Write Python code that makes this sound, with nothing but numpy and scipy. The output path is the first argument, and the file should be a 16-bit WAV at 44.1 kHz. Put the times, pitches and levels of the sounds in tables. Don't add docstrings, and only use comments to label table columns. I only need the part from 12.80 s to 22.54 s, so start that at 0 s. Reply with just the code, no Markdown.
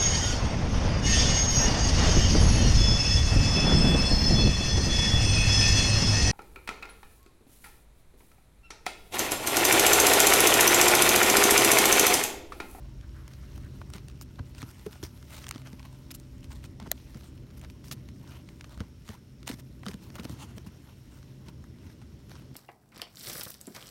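import sys
import numpy as np
from scipy import signal
from scipy.fft import rfft, irfft
from scipy.io import wavfile
from scipy.ndimage import uniform_filter1d

SR = 44100
rng = np.random.default_rng(int(sys.argv[2]) if len(sys.argv) > 2 else 0)


def wrap_up_sound(samples):
    columns = np.atleast_2d(samples).T
    tamed = np.clip(columns, -1, 1)
    steps = np.round(tamed * 32767).astype(np.int16)
    wavfile.write(sys.argv[1], SR, steps)


N = 429565


def undb(db):
    return 10 ** (np.asarray(db) / 20)


def unit(x):
    return x / np.sqrt(np.mean(x ** 2))


def band(x, hz, width):
    low_edge = np.sqrt(hz ** 2 + width ** 2 / 4) - width / 2
    high_edge = min(low_edge + width, .45 * SR)
    return signal.sosfilt(signal.butter(2, [low_edge, high_edge], "bandpass", fs=SR, output="sos"), x)


def columns(table):
    s, *cols = np.transpose(table)
    return [np.interp(np.arange(N) / SR, s, col) for col in cols]


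def walk(rate):
    hold = int(SR / rate)
    steps = np.repeat(rng.standard_normal(N // hold + 1), hold)
    return unit(uniform_filter1d(uniform_filter1d(steps, hold), hold)[:N])


def add(out, s, sound):
    i = int(s * SR)
    out[i:i + len(sound)] += sound[:N - i]


def swell(rise, fall):
    up = np.hanning(2 * int(rise * SR))[:int(rise * SR)]
    down = np.hanning(2 * int(fall * SR))[int(fall * SR):]
    return np.concatenate([up, down])


def swells(table):
    out = np.zeros(N)
    for s, rise, fall, db in table:
        add(out, s - rise, undb(db) * swell(rise, fall))
    return out


# time_s, rumble_db, deep_rumble_db
TRAFFIC_LEVELS = [(0, -50.5, -45), (1, -49.5, -50), (1.95, -50, -56.5), (2.5, -50.5, -53), (4.5, -50, -51),
                  (5.9, -49, -58), (7.7, -48.5, -60.5), (8.15, -53, -61), (8.55, -49.5, -63),
                  (9.74, -49.5, -61)]
# frequency_hz, relative_level_db
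YARD_SPECTRUM = [(18, -32), (30, -2), (66, 6), (122, -3), (323, -11.5), (480, -21), (577, -25.5),
                 (772, -29.5), (1700, -31.5), (2970, -30), (4770, -33), (5440, -34.5), (7670, -35.5),
                 (15200, -47.5), (16500, -44)]


def yard(deep_hz=75, split_hz=600, air_db=-69, swell_db=2.0, flicker_db=1.8):
    hz = np.maximum(np.arange(N // 2 + 1) * SR / N, 1)
    points = np.array(YARD_SPECTRUM)
    colour_db = np.interp(np.log(hz), np.log(points[:, 0]), points[:, 1])
    spectrum = undb(colour_db) * rfft(rng.standard_normal(N))
    deep_share = 1 / (1 + (hz / deep_hz) ** 6)
    low_share = 1 / (1 + (hz / split_hz) ** 4)
    shares = (deep_share, low_share - deep_share, 1 - low_share)
    deep, rumble, air = (unit(irfft(spectrum * share, N)) for share in shares)
    rumble_db, deep_db = columns(TRAFFIC_LEVELS)
    out = rumble * undb(rumble_db + flicker_db * walk(2.93))
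    out = out + deep * undb(deep_db + swell_db * walk(2.52))
    return out + air * undb(air_db + 1.0 * walk(1.744))


MOTOR_HZ = 64.93
# time_s, second_multiple_db, fourth_multiple_db
MOTOR_LEVELS = [(0, -50.5, -66), (1.8, -52.5, -64), (2.05, -59, -64), (2.5, -50.5, -69), (2.95, -51, -58),
                (3.8, -51, -57), (4.15, -52, -63), (4.6, -52.5, -67.5), (6.1, -55, -61), (6.43, -65, -67.5),
                (6.7, -51, -60), (8.14, -60, -69.5), (8.46, -53, -67.5), (9.28, -61, -71), (9.74, -53, -65)]
# multiple_number, level_over_second_multiple_db
MOTOR_OTHER_MULTIPLES = [(1, -11.5), (3, -17.5), (5, -16), (6, -23.5), (9, -21)]


def motor(waver_db=2.0, drift=0.00502):
    phase = 2 * np.pi * np.cumsum(MOTOR_HZ * (1 + drift * walk(12))) / SR
    second_db, fourth_db = columns(MOTOR_LEVELS)
    lines = [(2, second_db), (4, fourth_db)]
    lines += [(k, second_db + db) for k, db in MOTOR_OTHER_MULTIPLES]
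    out = 0
    for k, db in lines:
        tone = np.sqrt(2) * np.sin(k * phase + 2 * np.pi * rng.random())
        out = out + undb(db + waver_db * walk(14)) * tone
    return out


def drone(hz=59, width_hz=6, level_db=-59):
    return undb(level_db) * unit(band(rng.standard_normal(N), hz, width_hz))


def insects(hz=5450, width_hz=520, level_db=-76.5):
    return undb(level_db + 0.5 * walk(2.1)) * unit(band(rng.standard_normal(N), hz, width_hz))


# time_s, level_db before the trim, tilt_db_per_octave
RUSTLE = [(0.0, -67, -2.5), (0.24, -65.5, -1.5), (0.65, -61.5, 0), (1.52, -66, -0.5), (1.71, -64, 0),
          (1.95, -59.5, 0.5), (2.44, -62.5, 1), (2.71, -59.5, -0.5), (3.31, -65, 0), (4.01, -69, -1),
          (4.2, -60, 1), (4.5, -66, -1), (5.89, -64.5, 0), (6.02, -70.5, 0), (7.05, -66.5, 0.5),
          (7.46, -56.5, -1.5), (7.89, -64, -0.5), (8.33, -65, 1), (8.71, -69, -1), (9.74, -68, -0.5)]
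# peak_s, rise_s, fall_s, level_db before the trim, tilt_db_per_octave
SCRAPE_EVENTS = [(.532, 0.04, .033, -66, 1), (1.144, .027, 0.07, -52, -1), (1.42, .011, .021, -56.5, 8),
                 (1.594, 0.013, 0.0093, -55, -11), (1.825, 0.096, 0.03, -55, -0.5),
                 (1.907, .054, .014, -57, 3), (2.066, .014, 0.0062, -49, 0), (2.126, .02, 0.023, -56, 3.5),
                 (2.238, 0.016, 0.042, -46.5, 1.5), (2.548, 0.08, 0.14, -48, 1),
                 (2.681, .011, .015, -56, 0), (2.752, .011, .009, -63, -3),
                 (2.872, 0.026, .026, -56.5, -3.5), (2.999, 0.018, 0.017, -61, -5),
                 (3.055, 0.023, .024, -56, -3), (3.314, 0.0098, .014, -47.5, 5),
                 (3.349, 0.01, 0.02, -53, 6.5), (3.641, .0084, 0.02, -62, 2),
                 (3.721, .035, .025, -55.5, -1), (3.757, 0.017, 0.068, -60.5, -0.5),
                 (3.849, .034, 0.026, -56.5, 0), (4.007, .01, 0.082, -60.5, -5),
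                 (4.073, .025, 0.012, -57, -7), (4.116, .01, .021, -46.5, -1.5),
                 (4.47, 0.27, .05, -67.5, 2), (4.774, 0.013, .034, -62, 1.5),
                 (4.852, 0.046, 0.011, -54.5, -3), (4.905, 0.0077, 0.0085, -60, 1),
                 (5.061, 0.031, .058, -62, 4.5), (5.117, 0.0092, 0.031, -42, 3.5),
                 (5.551, 0.19, 0.086, -60.5, -1.5), (5.851, 0.01, 0.0062, -63, -8),
                 (5.927, .029, 0.048, -60, -4), (6.008, 0.03, 0.063, -56.5, -5),
                 (6.312, .085, .093, -53.5, 0), (6.682, 0.024, 0.088, -43, 1), (6.797, .045, .022, -58, 1),
                 (7.089, 0.06, 0.071, -51, -1), (7.237, 0.031, 0.051, -60, 4),
                 (7.36, 0.022, 0.017, -48, -1.5), (7.397, 0.019, 0.023, -47.5, -2),
                 (7.449, .027, .012, -55, 2), (7.524, .05, .029, -62, 3.5), (7.625, 0.066, .043, -55, -0.5),
                 (7.777, 0.02, 0.013, -63, 6), (7.87, .011, 0.022, -58.5, 4), (8.1, .06, 0.037, -65.5, -5),
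                 (8.348, 0.056, .066, -63.5, -1), (8.69, 0.039, .024, -57, -2.5),
                 (9.089, 0.12, 0.075, -63, -1), (9.222, .011, .018, -63, -3),
                 (9.515, 0.036, 0.18, -58.5, -1)]
GRIT_CENTRES = [950, 1900, 4600, 10500]
RUSTLE_COLOUR = [-2, -1.5, -2, -2.5]
SCRAPE_COLOUR = [-3.5, -2, -0.5, -3]


def grains(per_s, spread_db):
    size = undb(spread_db * np.minimum(rng.exponential(size=N), 3))
    return unit((rng.random(N) < per_s / SR) * rng.standard_normal(N) * size)


def grit(per_s=1600, spread_db=3.0, rustle_burst_db=1.0, scrape_burst_db=3.0, patch_db=1.5,
         hiss=.45, own=0.57, edge_db=-4, trim_db=-4):
    scrape = np.zeros((len(GRIT_CENTRES), N))
    octaves = np.log2(np.array(GRIT_CENTRES) / 3000)
    for s, rise, fall, db, tilt in SCRAPE_EVENTS:
        for row, gain in zip(scrape, undb(db + tilt * octaves + SCRAPE_COLOUR)):
            add(row, s - rise, gain * swell(rise, fall))
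    rustle_db, tilt = columns(RUSTLE)
    rustle = undb(rustle_db + np.outer(octaves, tilt) + np.c_[RUSTLE_COLOUR])
    scrape = scrape * unit(undb(scrape_burst_db * walk(220)))
    rustle = rustle * unit(undb(rustle_burst_db * walk(40)))
    push = scrape + rustle
    shared = grains(per_s, spread_db) + hiss * rng.standard_normal(N)
    out = 0
    for hz in 680 * 2 ** np.arange(0, 4.6, .5):
        place = np.interp(np.log(hz), np.log(GRIT_CENTRES), np.arange(len(GRIT_CENTRES)))
        k = min(int(place), len(GRIT_CENTRES) - 2)
        level = push[k] ** (k + 1 - place) * push[k + 1] ** (place - k)
        if not GRIT_CENTRES[0] <= hz <= 1.1 * GRIT_CENTRES[-1]:
            level = level * undb(edge_db)
        patches = undb(patch_db * walk(35))
        out = out + level * patches * unit(band(shared + own * grains(per_s, spread_db), hz, .36 * hz))
    return undb(trim_db) * out


def small_ticks(per_s=5.9, level_db=-57, spread_db=5, knock_db=-7.5, treble_db=-8.5, colour_db=7.5):
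    count = int(per_s * N / SR)
    s = rng.random(count) * N / SR
    size, dull, bright = rng.standard_normal((3, count))
    rustle_db = np.interp(s, *np.transpose(RUSTLE)[:2])
    return np.transpose([s, level_db + rustle_db - rustle_db.mean() + spread_db * size,
                         knock_db + colour_db * dull, treble_db + colour_db * bright])


# start_s, body_level_db, knock_over_body_db, treble_over_body_db
CLICK_EVENTS = [(0.2104, -48, -10, -12), (0.4783, -41, -14, -2.5), (0.5352, -45, -21, -11),
                (0.7776, -51.5, 5.5, 3), (0.8475, -51, -17, -6), (1.1014, -47.5, 0, 3),
                (1.1358, -33, -11, -5), (1.1634, -48, -15, 3), (1.1814, -42, -7, -18),
                (1.2835, -40.5, -29, -3), (1.2984, -46.5, -8, -14), (1.4117, -38, -5, 1.5),
                (1.4284, -55, -6, -5), (1.5908, -48, -4, -8), (1.6571, -54, -14, -12),
                (1.7479, -42.5, -8, -10), (1.7814, -39.5, -10, -6), (1.8183, -34, -21, -5),
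                (1.8274, -36, 0, -19), (1.9949, -47, -17, -8), (2.0637, -40.5, 3, -3),
                (2.1101, -49, -14, -9), (2.1291, -40, -27, -10), (2.2278, -35, -3.5, -5),
                (2.3745, -50, -14, -7), (2.4264, -44.5, -18, -6), (2.5057, -42.5, -22, -6),
                (2.6414, -35.5, -17, -16), (2.6668, -32, -23, -7), (2.6834, -37, -15, -2),
                (2.6898, -32, -23, 2.5), (2.7102, -23.5, -23, -4.5), (2.7234, -42, -18, -21),
                (2.7412, -43, -16, -18), (2.7474, -41, -10, -12), (2.7586, -40, -2, -15),
                (2.7975, -50, -10, -9), (2.8174, -44.5, -29, -8), (2.8719, -39.5, -18, -13),
                (2.9297, -42.5, -16, -9), (2.9946, -41.5, -19, -19), (3.028, -44, -9, -13),
                (3.1472, -52, -12, -9), (3.3059, -37.5, -16, -10), (3.3413, -49, -7, 4),
                (3.6296, -48, -18, -10), (3.6426, -43, -16, -13), (3.7174, -41, -9, -14),
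                (3.8407, -39, -22, -7), (3.9993, -38.5, -1, -8.5), (4.0257, -45, -13, -22),
                (4.0741, -44, -12, -12), (4.1769, -46.5, -16, -13), (4.345, -49, -3, -14),
                (4.4084, -48, -4, -9), (4.4338, -48, -8, -10), (4.577, -51, -13, -14),
                (4.7037, -52, -9, -12), (4.7944, -55, -12, 3), (4.8135, -43, -11, -3),
                (4.8376, -46, -1, -9), (4.8464, -43, -12, -19), (4.8993, -41.5, -15, -9),
                (5.0419, -44, -13, -7), (5.0823, -45.5, -7, 3), (5.1123, -29, -18, -11),
                (5.2874, -42.5, -16, -8), (5.4745, -47.5, -5, -8), (5.6885, -41, -19, -12),
                (5.8092, -35.5, -18, -12), (5.8426, -40, -2.5, -13), (5.894, -48, -5, -5),
                (5.9214, -48, -4, -12), (5.9753, -45, 0, -5), (6.0038, -34, -0.5, -10),
                (6.2781, -42, -11, -5), (6.2891, -35, -8, -12), (6.6293, -41.5, -14, -8),
                (6.6722, -34, -21, -1), (6.6767, -25, -8.5, -3.5), (6.6904, -32, -4, -12),
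                (6.7131, -33, -12, -13), (6.796, -48, -9, -3), (7.0319, -47.5, 8.5, -5),
                (7.0564, -45, 1, 0), (7.0638, -30, -1, -11), (7.0833, -28.5, -10, -10),
                (7.1132, -38, -6, -10), (7.1334, -45, -2, -6), (7.1407, -38, -17, -5.5),
                (7.3018, -45, -3, -17), (7.3542, -37.5, -3, -1.5), (7.3966, -34.5, -14, -11),
                (7.433, -43, -3, -4), (7.451, -34, -6.5, -9), (7.4949, -40, -2, -1),
                (7.7807, -37.5, -5, -8), (7.8635, -50, 3, -1), (8.6842, -40.5, -15, -9),
                (8.985, -54, -9, -12), (9.2155, -50, -5, -8), (9.4948, -48, -9, -2),
                (9.5153, -42.5, -0.5, -16), (9.5537, -45, -2, -14)]
# centre_hz, width_hz
CLICK_RANGES = [(2450, 4170), (1020, 1170), (6350, 5600), (10700, 13000)]


def clicks(rise_share=0.072, t60_s=0.0094, t60_per_knock_db=.012, crack_db=1.5, snap_db=-1.5):
    out, t = np.zeros(N), np.arange(SR // 16) / SR
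    events = np.vstack([CLICK_EVENTS, small_ticks()])
    s, body_db, knock_db, treble_db = np.transpose(events)[:, :, None]
    t60 = t60_s * np.exp(t60_per_knock_db * knock_db)
    attack = (1 - np.exp(-t / (rise_share * t60))) ** 2
    noise = rng.standard_normal((len(s), len(t))) * attack
    band_levels = [0, knock_db, treble_db + crack_db, treble_db + snap_db]
    sound = 0
    for (hz, width), db in zip(CLICK_RANGES, band_levels):
        ring = t60 * (2700 / hz) ** .3
        crackle = band(noise * 1000 ** (-t / ring), hz, width)
        energy = np.sum(crackle ** 2, axis=1, keepdims=True) / SR
        sound = sound + undb(body_db + db) * crackle * np.sqrt((0.00024 + ring / 14) / energy)
    for start, row in zip(s[:, 0], sound):
        add(out, start, row)
    return out


# peak_s, rise_s, fall_s, level_db
SWISH_EVENTS = [(.24, .03, .04, -62.5), (.37, .08, .2, -65), (.7, .12, .08, -67), (.86, .05, .03, -60)]


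def swishes(patch_db=3.5, hz=1350, width_hz=720):
    rub = band(rng.standard_normal(N), hz, width_hz)
    return swells(SWISH_EVENTS) * unit(undb(patch_db * walk(60.4)) * rub)


# start_s, deep_level_db, deep_pitch_hz, hollow_level_db, hollow_pitch_hz, deep_t60_s
THUMP_EVENTS = [(1.15, -45, 153, -45.5, 198, 0.074), (1.596, -28, 82, -41, 253, 0.051),
                (1.705, -36.5, 70, -66, 215, 0.058), (1.77, -40, 70.0, -56, 278, 0.05),
                (1.827, -35, 113, -36, 260, 0.047), (2.062, -37, 191, -32.5, 418, 0.053),
                (2.23, -34, 102, -37.5, 333, 0.03), (2.242, -38, 72.7, -47, 270, 0.026),
                (2.756, -38, 101, -37, 260, 0.025), (2.929, -46, 128, -43, 208, 0.046),
                (4.019, -41, 184, -41, 202, 0.046), (4.069, -38, 144, -40, 278, 0.037),
                (4.351, -42, 128, -43, 220, 0.066), (5.105, -43.5, 143, -50, 214, 0.16),
                (5.97, -38, 70.0, -46, 202, 0.051), (6.002, -30.5, 85, -35.5, 201, 0.074),
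                (6.29, -41, 90.5, -42, 211, 0.11), (6.696, -45, 200, -33.5, 261, 0.053),
                (6.733, -35.5, 209, -49, 202, 0.027), (7.063, -36, 186, -35.5, 202, 0.067),
                (7.089, -38, 157, -40.5, 388, 0.026), (7.14, -37, 179, -42, 202, 0.042),
                (7.392, -42, 173, -37.5, 229, 0.079), (7.452, -47, 199, -32.5, 243, 0.017),
                (7.494, -38, 157, -42, 290, 0.063), (7.52, -39, 103, -49, 226, 0.071),
                (7.71, -50, 72, -51, 225, 0.067), (7.771, -50, 197, -39.5, 206, 0.046),
                (7.865, -39, 159, -42.5, 202, 0.034), (8.679, -44, 174, -53, 333, 0.071)]


def thumps(rise_s=0.0026, upper_share=0.95, deep_late_s=0.0031,
           crumble_db=-6, crumble_hz=300, crumble_width=260):
    out, t = np.zeros(N), np.arange(SR // 5) / SR
    crumble = unit(band(rng.standard_normal((len(THUMP_EVENTS), len(t))), crumble_hz, crumble_width))
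    for (s, deep_db, deep_hz, hollow_db, hollow_hz, t60), clods in zip(THUMP_EVENTS, crumble):
        deep = np.sqrt(2) * np.sin(2 * np.pi * deep_hz * t)
        hollow = np.sqrt(2) * np.sin(2 * np.pi * hollow_hz * t) + undb(crumble_db) * clods
        parts = ((deep_db, deep, t60, deep_late_s), (hollow_db, hollow, upper_share * t60, 0))
        for db, swing, ring, late in parts:
            envelope = (1 - np.exp(-t / rise_s)) ** 2 * 1000 ** (-t / ring)
            add(out, s + late, undb(db) * swing * envelope / envelope.max())
    return out


# pitch_hz, level_over_knock_db, t60_s
PEBBLE_MODES = [(650, -6, 0.014), (1860, -3.5, 0.0067), (2260, -21, 0.0088), (3450, -9, 0.0061),
                (4040, -0.5, 0.0048), (5100, -11, 0.0068), (6030, -5, 0.0044), (6930, 2.5, 0.0047),
                (8300, 1, 0.0032), (9750, -5, 0.0037), (11400, 3.5, 0.0047), (12500, 6.5, 0.0035),
                (13700, -2, 0.0052), (15500, -4, 0.0045)]


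def knock(start_s=4.1154, level_db=-21.5, rise_s=0.00022, late_cycles=0.58):
    out, t = np.zeros(N), np.arange(SR // 16) / SR
    for hz, db, t60 in PEBBLE_MODES:
        attack = (1 - np.exp(-t / (rise_s + late_cycles / hz))) ** 2
        ring = attack * 1000 ** (-t / t60)
        tone = np.sin(2 * np.pi * (hz * t + rng.random()))
        add(out, start_s, undb(level_db + db) * ring / ring.max() * tone)
    return out


# peak_s, rise_s, fall_s, level_db
SNORT_EVENTS = [(7.53, .04, 0.043, -60), (7.625, 0.066, 0.045, -49), (7.7, 0.046, .05, -62)]
# centre_hz, width_hz, relative_level_db
NOSE_RESONANCES = [(990, 450, 0), (2980, 700, 0), (4400, 1300, -7), (6900, 1500, -2.5), (9800, 1800, -5)]


def snorts(flutter_db=1.5):
    air = rng.standard_normal(N)
    breath = unit(sum(undb(db) * unit(band(air, hz, width)) for hz, width, db in NOSE_RESONANCES))
    return swells(SNORT_EVENTS) * undb(flutter_db * walk(150)) * breath


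def scene():
    background = yard() + motor() + drone() + insects()
    dog = grit() + clicks() + thumps() + knock() + snorts()
    return (background + dog + swishes())[None]


# centre_hz, width_hz, gain_db
PORT_DIPS = [(7810, 910, -5), (10560, 750, -5)]


def record(dry, low_hz=40.5, top_hz=15900):
    out = signal.sosfilt(signal.butter(3, low_hz, "highpass", fs=SR, output="sos"), dry)
    for hz, width, db in PORT_DIPS:
        out = out - (1 - undb(db)) * signal.lfilter(*signal.iirpeak(hz, hz / width, SR), out)
    return signal.sosfilt(signal.ellip(10, .2, 70, top_hz, fs=SR, output="sos"), out)


dry = scene()
out = record(dry)
wrap_up_sound(out)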